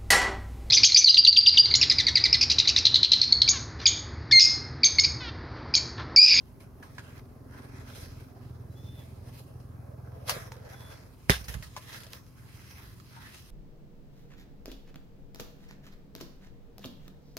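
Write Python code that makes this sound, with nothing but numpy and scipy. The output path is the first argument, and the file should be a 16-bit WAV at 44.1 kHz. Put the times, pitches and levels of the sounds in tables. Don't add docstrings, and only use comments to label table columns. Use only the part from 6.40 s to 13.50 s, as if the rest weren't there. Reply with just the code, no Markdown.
import sys
import numpy as np
from scipy import signal
from scipy.fft import rfft, irfft, next_fast_len
from scipy.io import wavfile
from scipy.ndimage import uniform_filter1d

SR = 44100
rng = np.random.default_rng(int(sys.argv[2]) if len(sys.argv) > 2 else 0)


def dump_mix(stems):
    frames = np.atleast_2d(stems).T
    limited = np.clip(frames, -1, 1)
    pcm = np.round(limited * 32767).astype(np.int16)
    wavfile.write(sys.argv[1], SR, pcm)


def ratio_of_db(decibels):
    return 10 ** (np.asarray(decibels, float) / 20)


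N = 313284
t = np.arange(N) / SR


def level(x, db):
    return x * ratio_of_db(db) / np.sqrt(np.mean(x ** 2))


def curve(points):
    return np.interp(t, *np.transpose(points))


def colour(x, points):
    hz, db = np.transpose(points)
    size = next_fast_len(N)
    f = np.arange(size // 2 + 1) * SR / size + 1
    gain = ratio_of_db(np.interp(np.log(f), np.log(hz), db))
    return irfft(rfft(x, size) * gain, size)[..., :N]


def band(x, lo_hz, hi_hz):
    sos = signal.butter(3, [lo_hz, min(hi_hz, .45 * SR)], "band", fs=SR, output="sos")
    return signal.sosfilt(sos, x)


def ring(x, hz, width_hz):
    return signal.lfilter(*signal.iirpeak(hz, hz / width_hz, SR), x)


def walk(rate):
    k = int(SR / rate)
    x = np.repeat(rng.standard_normal(N // k + 1), k)
    x = uniform_filter1d(uniform_filter1d(x, k), k)[:N]
    return x / x.std()


def pair(likeness):
    mid, side = rng.standard_normal((2, N))
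    likeness = np.clip(likeness, 0, 1)
    return np.sqrt(1 + likeness) * mid + np.sqrt(1 - likeness) * side * np.array([[1], [-1]])


def add(out, s, x):
    i = int(s * SR)
    out[..., i:i + x.shape[-1]] += x[..., :N - i]


def thuds():
    # start in seconds, level in dB, contact in ms, sign of the push.
    blows = [
        (4.8973, -10.5, 2.3, 1),
        (4.903, -27, 4.1, 1),
        (4.961, -34, 5.6, 1),
        (5.01, -31.5, 5.6, 1),
        (5.081, -30, 5, -1),
        (5.096, -29.5, 5.2, -1),
        (5.148, -24.5, 6.7, 1),
        (5.165, -28, 5.2, 1),
        (5.199, -29.5, 5.7, -1),
        (3.965, -33.5, 0.81, 1),
    ]
    # frequency in Hz, level in dB, 60 dB decay in seconds.
    soil = [(64, -15.5, 0.4), (84, -18, 0.049), (118.9, -1, 0.045), (170, -6, 0.074), (243, -3, 0.048),
            (405, 1.5, 0.059), (519, -1, 0.036), (640, -15, 0.027), (760, -40, .04)]
    out, tau = np.zeros(N), t[:SR // 2]
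    modes = 0
    for hz, db, t60 in soil:
        modes = modes + ratio_of_db(db) * np.sin(2 * np.pi * hz * tau) * np.exp(-np.log(1000) * tau / t60)
    for s, db, contact_ms, sign in blows:
        push = np.hanning(int(contact_ms * SR / 1000))
        add(out, s, sign * ratio_of_db(db) * np.convolve(modes, push / push.sum()))
    pan_db = np.interp(t, [4.94, 5.06], [-1.8, -7])
    left = ratio_of_db(pan_db / 2) * np.roll(out, int(.0003 * SR))
    right = ratio_of_db(-pan_db / 2) * out
    return ratio_of_db(-1.8) * np.array([left, right])


def claps():
    # start in seconds, peak in dB, ring in Hz, fade in ms, left minus right in dB.
    skin_and_pole = [
        (4.8965, 1, 1700, .5, -3.3),
        (4.9040, -7.5, 1850, .9, -2),
        (4.1203, -27.5, 1900, .3, 0),
        (.4272, -41, 1690, 6, 1),
        (.5815, -42, 1000, 6, -1),
    ]
    lag_s_per_db = .00012
    out, tau = np.zeros((2, N)), t[:SR // 50]
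    for s, db, hz, fade_ms, pan_db in skin_and_pole:
        x = -np.sin(2 * np.pi * hz * tau) * np.exp(-tau * 1000 / fade_ms)
        add(out[0], s + max(-lag_s_per_db * pan_db, 0), x * ratio_of_db(db + pan_db / 2))
        add(out[1], s, x * ratio_of_db(db - pan_db / 2))
    return out


def strike(out, s, db, hz, pan_db, t60, snap_db):
    tau = t[:SR // 5]
    noise = rng.standard_normal((3, len(tau)))
    fade = np.exp(-np.log(1000) * tau / t60) * (1 - np.exp(-tau / 0.000098))
    body = -np.sin(2 * np.pi * hz * tau) + 3.15 * ring(noise[0] + 0.69 * noise[1:], hz, 0.28 * hz)
    snap = band(noise[0] + .5 * noise[1:], 500, 7200) + .4 * band(noise[1:], 8300, 15000)
    snap *= np.exp(-tau / 0.00078) + 0.31
    port_db = db + np.array([[pan_db], [-pan_db]]) / 2
    x = (0.39 * body + 0.89 * ratio_of_db(snap_db) * snap) * fade * ratio_of_db(port_db)
    lag_s = np.clip(-.00006 * pan_db, -.0003, .0003)
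    add(out[0], s + max(lag_s, 0), x[0])
    add(out[1], s + max(-lag_s, 0), x[1])


def slaps():
    # start in seconds, peak in dB, ring in Hz, left minus right in dB, 60 dB decay in seconds.
    slap_rows = [(4.8968, -13, 5100, -1, 0.02), (4.9039, -14, 3540, -6, 0.018),
                 (4.9088, -19, 2000, -12, 0.05), (4.9135, -20.5, 3520, 0.5, 0.071),
                 (4.92, -21, 1760, 4, 0.093), (4.929, -29.5, 3610, -4, 0.17), (4.937, -25, 1615, 2, 0.071),
                 (3.878, -34, 3300, 0, .03), (3.908, -28, 4400, 3, 0.097), (3.921, -28, 600, 1, 0.062),
                 (6.6, -44, 1310, -10, 0.026), (5.372, -36, 604, 0.5, 0.068),
                 (4.8968, -21, 11000, -4, 0.046), (3.896, -28, 11000, 0, 0.054)]
    out = np.zeros((2, N))
    for s, db, hz, pan_db, t60 in slap_rows:
        strike(out, s, db, hz, pan_db, t60, snap_db=2.5 - 240 * t60)
    return out


def knocks():
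    # start in seconds, peak in dB, ring in Hz, left minus right in dB, snap in dB.
    knock_rows = [(0.428, -38.5, 1590, 2.5, -14), (0.582, -30.5, 1655, -2, -12.5),
                  (0.593, -38, 1430, -2, -7), (3.895, -25, 1144, 3, 12), (3.966, -30, 468, 3, -14),
                  (4.119, -39, 900, 2.5, 2), (4.166, -35, 492, -1.5, -14), (4.334, -38, 800, 2.5, -8),
                  (5.043, -45, 4800, -3.5, 0), (5.083, -31, 1807, -3, 1.5), (5.141, -37.5, 1800, -4.5, 4),
                  (5.225, -37.5, 1900, -1, 1), (5.365, -25.5, 1018, 1.5, -5.5), (5.529, -41, 4140, 3, -4),
                  (5.634, -48, 544, 10, 9), (5.667, -43.5, 640, 1, 2.5), (5.714, -45.5, 490, -6, -8.5),
                  (6.391, -46, 924, -2, -5)]
    out = np.zeros((2, N))
    for s, db, hz, pan_db, snap_db in knock_rows:
        strike(out, s, db, hz, pan_db, 0.076, snap_db)
    return out


def footfalls():
    # start in seconds, peak in dB, ring in Hz, left minus right in dB, snap in dB.
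    steps = [
        (0.201, -52, 1045, -3, -13),
        (6.765, -41.5, 920, 5, -25),
        (6.851, -43, 1836, -2, -18),
        (6.947, -57, 1930, 9, 14),
    ]
    out = np.zeros((2, N))
    for s, db, hz, pan_db, snap_db in steps:
        strike(out, s, db, hz, pan_db, 0.24, snap_db)
    return out


def motion():
    # peak in seconds, level in dB, rise and fall in seconds
    # per 20 dB, dull share in dB.
    sways = [(.08, -71.5, 3.5, 0.5, -0.5), (.4, -72, -1.2, 0, 5), (.55, -64.5, 0.1, 0.6, -1),
             (.8, -64.5, 0.6, 0, 5.5), (1.142, -64, .1, 1.24, 10.5), (1.36, -60.5, 0.03, 0.2, 8),
             (1.58, -55, 0.18, 0.24, -18), (1.62, -58.5, 0.32, 0.16, -0.5), (1.81, -62, 0.7, 0.17, -9),
             (2.05, -68.5, 0.1, 0.2, 3), (2.39, -68.5, .15, 0.6, -8), (2.59, -62, 0.5, 0.38, -7),
             (2.88, -72, 0, 1, -14), (2.978, -56, 0.2, 0.13, -8), (3.2, -67.5, 0, 0.1, -2),
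             (3.7, -83, 1, 1.8, 16.5), (3.898, -35, 0.03, 0.0826, 0), (4.02, -55.5, .25, .05, 0),
             (4.29, -61, -0.1, 0.7, -6), (4.55, -61.5, 1.14, 0.24, 5), (4.84, -70, 0.2, 17, -12)]
    # start in seconds, level in dB, fall in seconds
    # per 20 dB, dull share in dB.
    bursts = [(.204, -57, 0.06, -5), (.43, -58.5, 0.13, 6), (.588, -60.5, 0.27, 6), (3.94, -45.5, 0.18, 3),
              (4.125, -58, .06, -2), (4.345, -58.5, -0.25, 15.5), (4.902, -30.5, 0.0624, -1),
              (4.93, -39.5, 0.1039, -2.5), (5.045, -55, 0.53, -10), (5.086, -42.5, 0.0945, -11),
              (5.143, -48, .05, 0), (5.186, -54, .12, -4), (5.23, -48.5, 0.08, -5.5), (5.32, -72, .4, -7),
              (5.373, -44.5, 0.03, 0), (5.705, -56, .05, -5), (5.722, -53, .11, -8)]
    grass = [
        (5.524, -49.5, 0.2, .24, -0.5),
        (5.77, -61, 0.36, .06, -2),
        (5.99, -68, .05, .5, 6),
        (6.12, -63.5, 0.12, 0.44, -13),
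        (6.29, -59, 0.28, 0.51, -9),
        (6.42, -60, 0.47, 0.25, 4),
        (6.76, -64, 0.11, 0.26, 9),
        (6.856, -57, 0.24, 0.22, 3.5),
        (6.98, -58, 0.35, 0.27, -22),
        (7.1, -57, 0.19, .3, -11),
    ]
    # time in seconds, level in dB.
    breeze = [(0, -66.5), (.5, -61), (1.2, -58.5), (1.9, -61.5), (2.7, -57.5), (3.3, -60), (3.75, -53),
              (4.4, -56), (4.85, -67), (5.75, -63.5), (5.88, -79), (6.1, -72), (7.1, -82)]
    breeze_db = curve(breeze)
    still_db = np.full(N, -109.0)
    dull_db = -73 + .4 * (breeze_db + 62)
    dry_db = np.full(N, -84.0)
    power = ratio_of_db(2 * np.array([still_db, dull_db, dry_db, breeze_db]))
    sudden = [(s, db, 0.0088, fall, dull) for s, db, fall, dull in bursts]
    for table, stem_db in ((sways + sudden, -4), (grass, -8)):
        for s, db, rise, fall, dull in table:
            drop = np.where(t < s, (s - t) / max(rise, .002), (t - s) / max(fall, .01))
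            tone_db = np.array([0, dull, -5.5 - 0.071 * dull, stem_db + 0.34 * dull])
            power += ratio_of_db(2 * tone_db)[:, None] * ratio_of_db(2 * (db - 20 * drop))
    leaf_db, *others = 10 * np.log10(power)
    return leaf_db, *(db - leaf_db for db in others)


def rustle():
    # frequency in Hz, density in dB per Hz.
    leaves = [(300, 11), (600, 9.5), (900, 6), (1600, 7), (2300, 4), (3500, -0.5), (5500, 1), (6800, -4.5),
              (7800, -5.5), (9000, 0.5), (12000, 1.5), (16000, -7)]
    leaf_db, dull_db, dry_db, stem_db = motion()
    tick_db = 2.0 * rng.exponential(size=N // 8 + 1).repeat(8)[:N]
    ticks = colour(pair(.03) * ratio_of_db(tick_db + 1.5 * walk(60)), leaves)
    ticks /= band(ticks, 2400, 7000).std()
    edges = np.geomspace(420, 15800, num=17)
    out = 0
    for lo, hi in zip(edges, edges[1:]):
        log_hz = np.log(lo * hi) / 2
        stem = np.interp(log_hz, np.log([650, 1500]), [1, 0])
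        dull = np.interp(log_hz, np.log([650, 1500, 2900]), [0, 1, 0])
        dry_share = np.interp(log_hz, np.log([6500, 9500]), [0, 1])
        tone_db = stem * stem_db + dull * dull_db + dry_share * dry_db
        out = out + band(ticks, lo, hi) * ratio_of_db(tone_db + 2.0 * walk(14))
    return out * ratio_of_db(leaf_db + 0.67) * ratio_of_db(np.array([[-.7], [.7]]))


def engine_levels():
    # time in seconds, exhaust level in dB.
    exhaust_points = [(0, -55), (.17, -51.5), (.45, -56.5), (.6, -46.5), (1.0, -51.5), (1.68, -44),
                      (1.96, -47), (2.17, -43.5), (3.28, -46), (3.8, -43), (4.1, -45.5), (4.55, -50),
                      (4.75, -59), (4.85, -52), (5.85, -54), (6.6, -51.5), (7.1, -60)]
    exhaust_db = curve(exhaust_points)
    late = t - 1.25
    slope_db_per_s = np.where(late < 0, 6, -3.8)
    return exhaust_db, -51.5 + slope_db_per_s * late - exhaust_db


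def engine():
    # time in seconds, firings per second.
    engine_rate = [(0, 21.35), (.35, 22), (.6, 21.45), (.85, 21.1), (1.6, 20.87), (2.35, 20.7),
                   (2.6, 21.16), (3.1, 20.92), (3.6, 20.74), (4.1, 20.9), (4.6, 20.5), (5.6, 20.95)]
    # frequency in Hz, width in Hz, level in dB.
    exhaust = [(93, 36.4, -1.5), (120.3, 27.3, 0.5), (167, 65, -12)]
    # frequency in Hz, width in Hz, level in dB.
    rumble = [(247, 68, 1), (380, 59, -4.5), (601, 240, -19)]
    exhaust_db, rumble_db = engine_levels()
    s, rate = np.transpose(engine_rate)
    phase = .47 + np.cumsum(rate[np.searchsorted(s, t, "right") - 1]) / SR
    firings = np.flatnonzero(np.diff(np.floor(phase)))
    chance = rng.standard_normal((200, 2))[:len(firings)]
    jittered = np.clip(firings + (25 * chance[:, 0]).astype(int), 0, N - 1)
    pulses = np.zeros(N)
    pulses[jittered] = ratio_of_db(1.6 * chance[:, 1])
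    pulses += ratio_of_db(-14) * np.roll(pulses, int(.024 * SR))
    scatter = rng.standard_normal(N) * (0.34 + np.exp(-(phase % 1) / 0.35))
    drive = level(pulses, 0) + level(scatter, -11)
    low = 0
    for k, (hz, width, db) in enumerate(exhaust):
        low = low + (-1) ** k * ratio_of_db(db) * ring(ring(drive, hz, width), hz, 1.76 * width)
    drive = level(pulses, -6.5) + level(scatter, 0)
    high = 0
    for hz, width, db in rumble:
        high = high + ratio_of_db(db) * ring(ring(drive, hz, width), hz, 0.82 * width)
    mono = ratio_of_db(exhaust_db) * (level(low, -0.52) + ratio_of_db(rumble_db) * level(high, -1.7))
    return mono * ratio_of_db(np.array([[-.6], [.6]]))


def bird():
    # start in seconds, length in seconds, top pitch in Hz, top level in dB, sag at the ends in Hz.
    whistles = [
        (2.285, .065, 3930, -74, 60),
        (2.35, .3, 3530, -60.5, 150),
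        (4.335, .23, 3440, -59, 30),
    ]
    out = np.zeros(N)
    for s, length, top_hz, top_db, sag_hz in whistles:
        place = np.clip(2 * (t - s) / length - 1, -1, 1)
        gate = np.clip(np.minimum(t - s, s + length - t) / 0.007, 0, 1)
        hz = top_hz - sag_hz * place ** 2 + 28 * walk(400)
        throb_db = 3 * np.cos(np.pi * 9.3 * length * place)
        db = top_db - 9 * place ** 2 + throb_db + 1.8 * walk(70)
        out += gate * ratio_of_db(db) * np.sin(2 * np.pi * np.cumsum(hz) / SR)
    return out * ratio_of_db(np.array([[.5], [-.5]]))


def air():
    # frequency in Hz, density in dB per Hz.
    air_spectrum = [(12, -40), (20, -14), (70, -6), (113, -6.5), (388, -19.5), (527, -27), (780, -31),
                    (1090, -26.5), (2390, -50.5), (5530, -44.5), (7730, -49), (11800, -42.5), (16000, -46)]
    wind = band(pair(1.0), 25, 65) * ratio_of_db(3.4 * walk(6.6))
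    return level(colour(pair(0.53), air_spectrum), -53.5) + level(wind, -57.0)


def scene():
    fruit = thuds() + claps() + slaps() + knocks()
    return fruit + footfalls() + rustle() + engine() + bird() + air()


def roll_off(x):
    return signal.sosfilt(signal.butter(12, 16440, fs=SR, output="sos"), x)


def record(dry):
    x = signal.sosfilt(signal.butter(4, 42, "high", fs=SR, output="sos"), dry)
    x = x - 0.65 * ring(x, 7800, 300)
    x = signal.sosfilt(signal.ellip(10, .3, 60, 15800, fs=SR, output="sos"), x)
    return roll_off(np.clip(x, -1, 1))


dry = scene()
out = record(dry)
dump_mix(out)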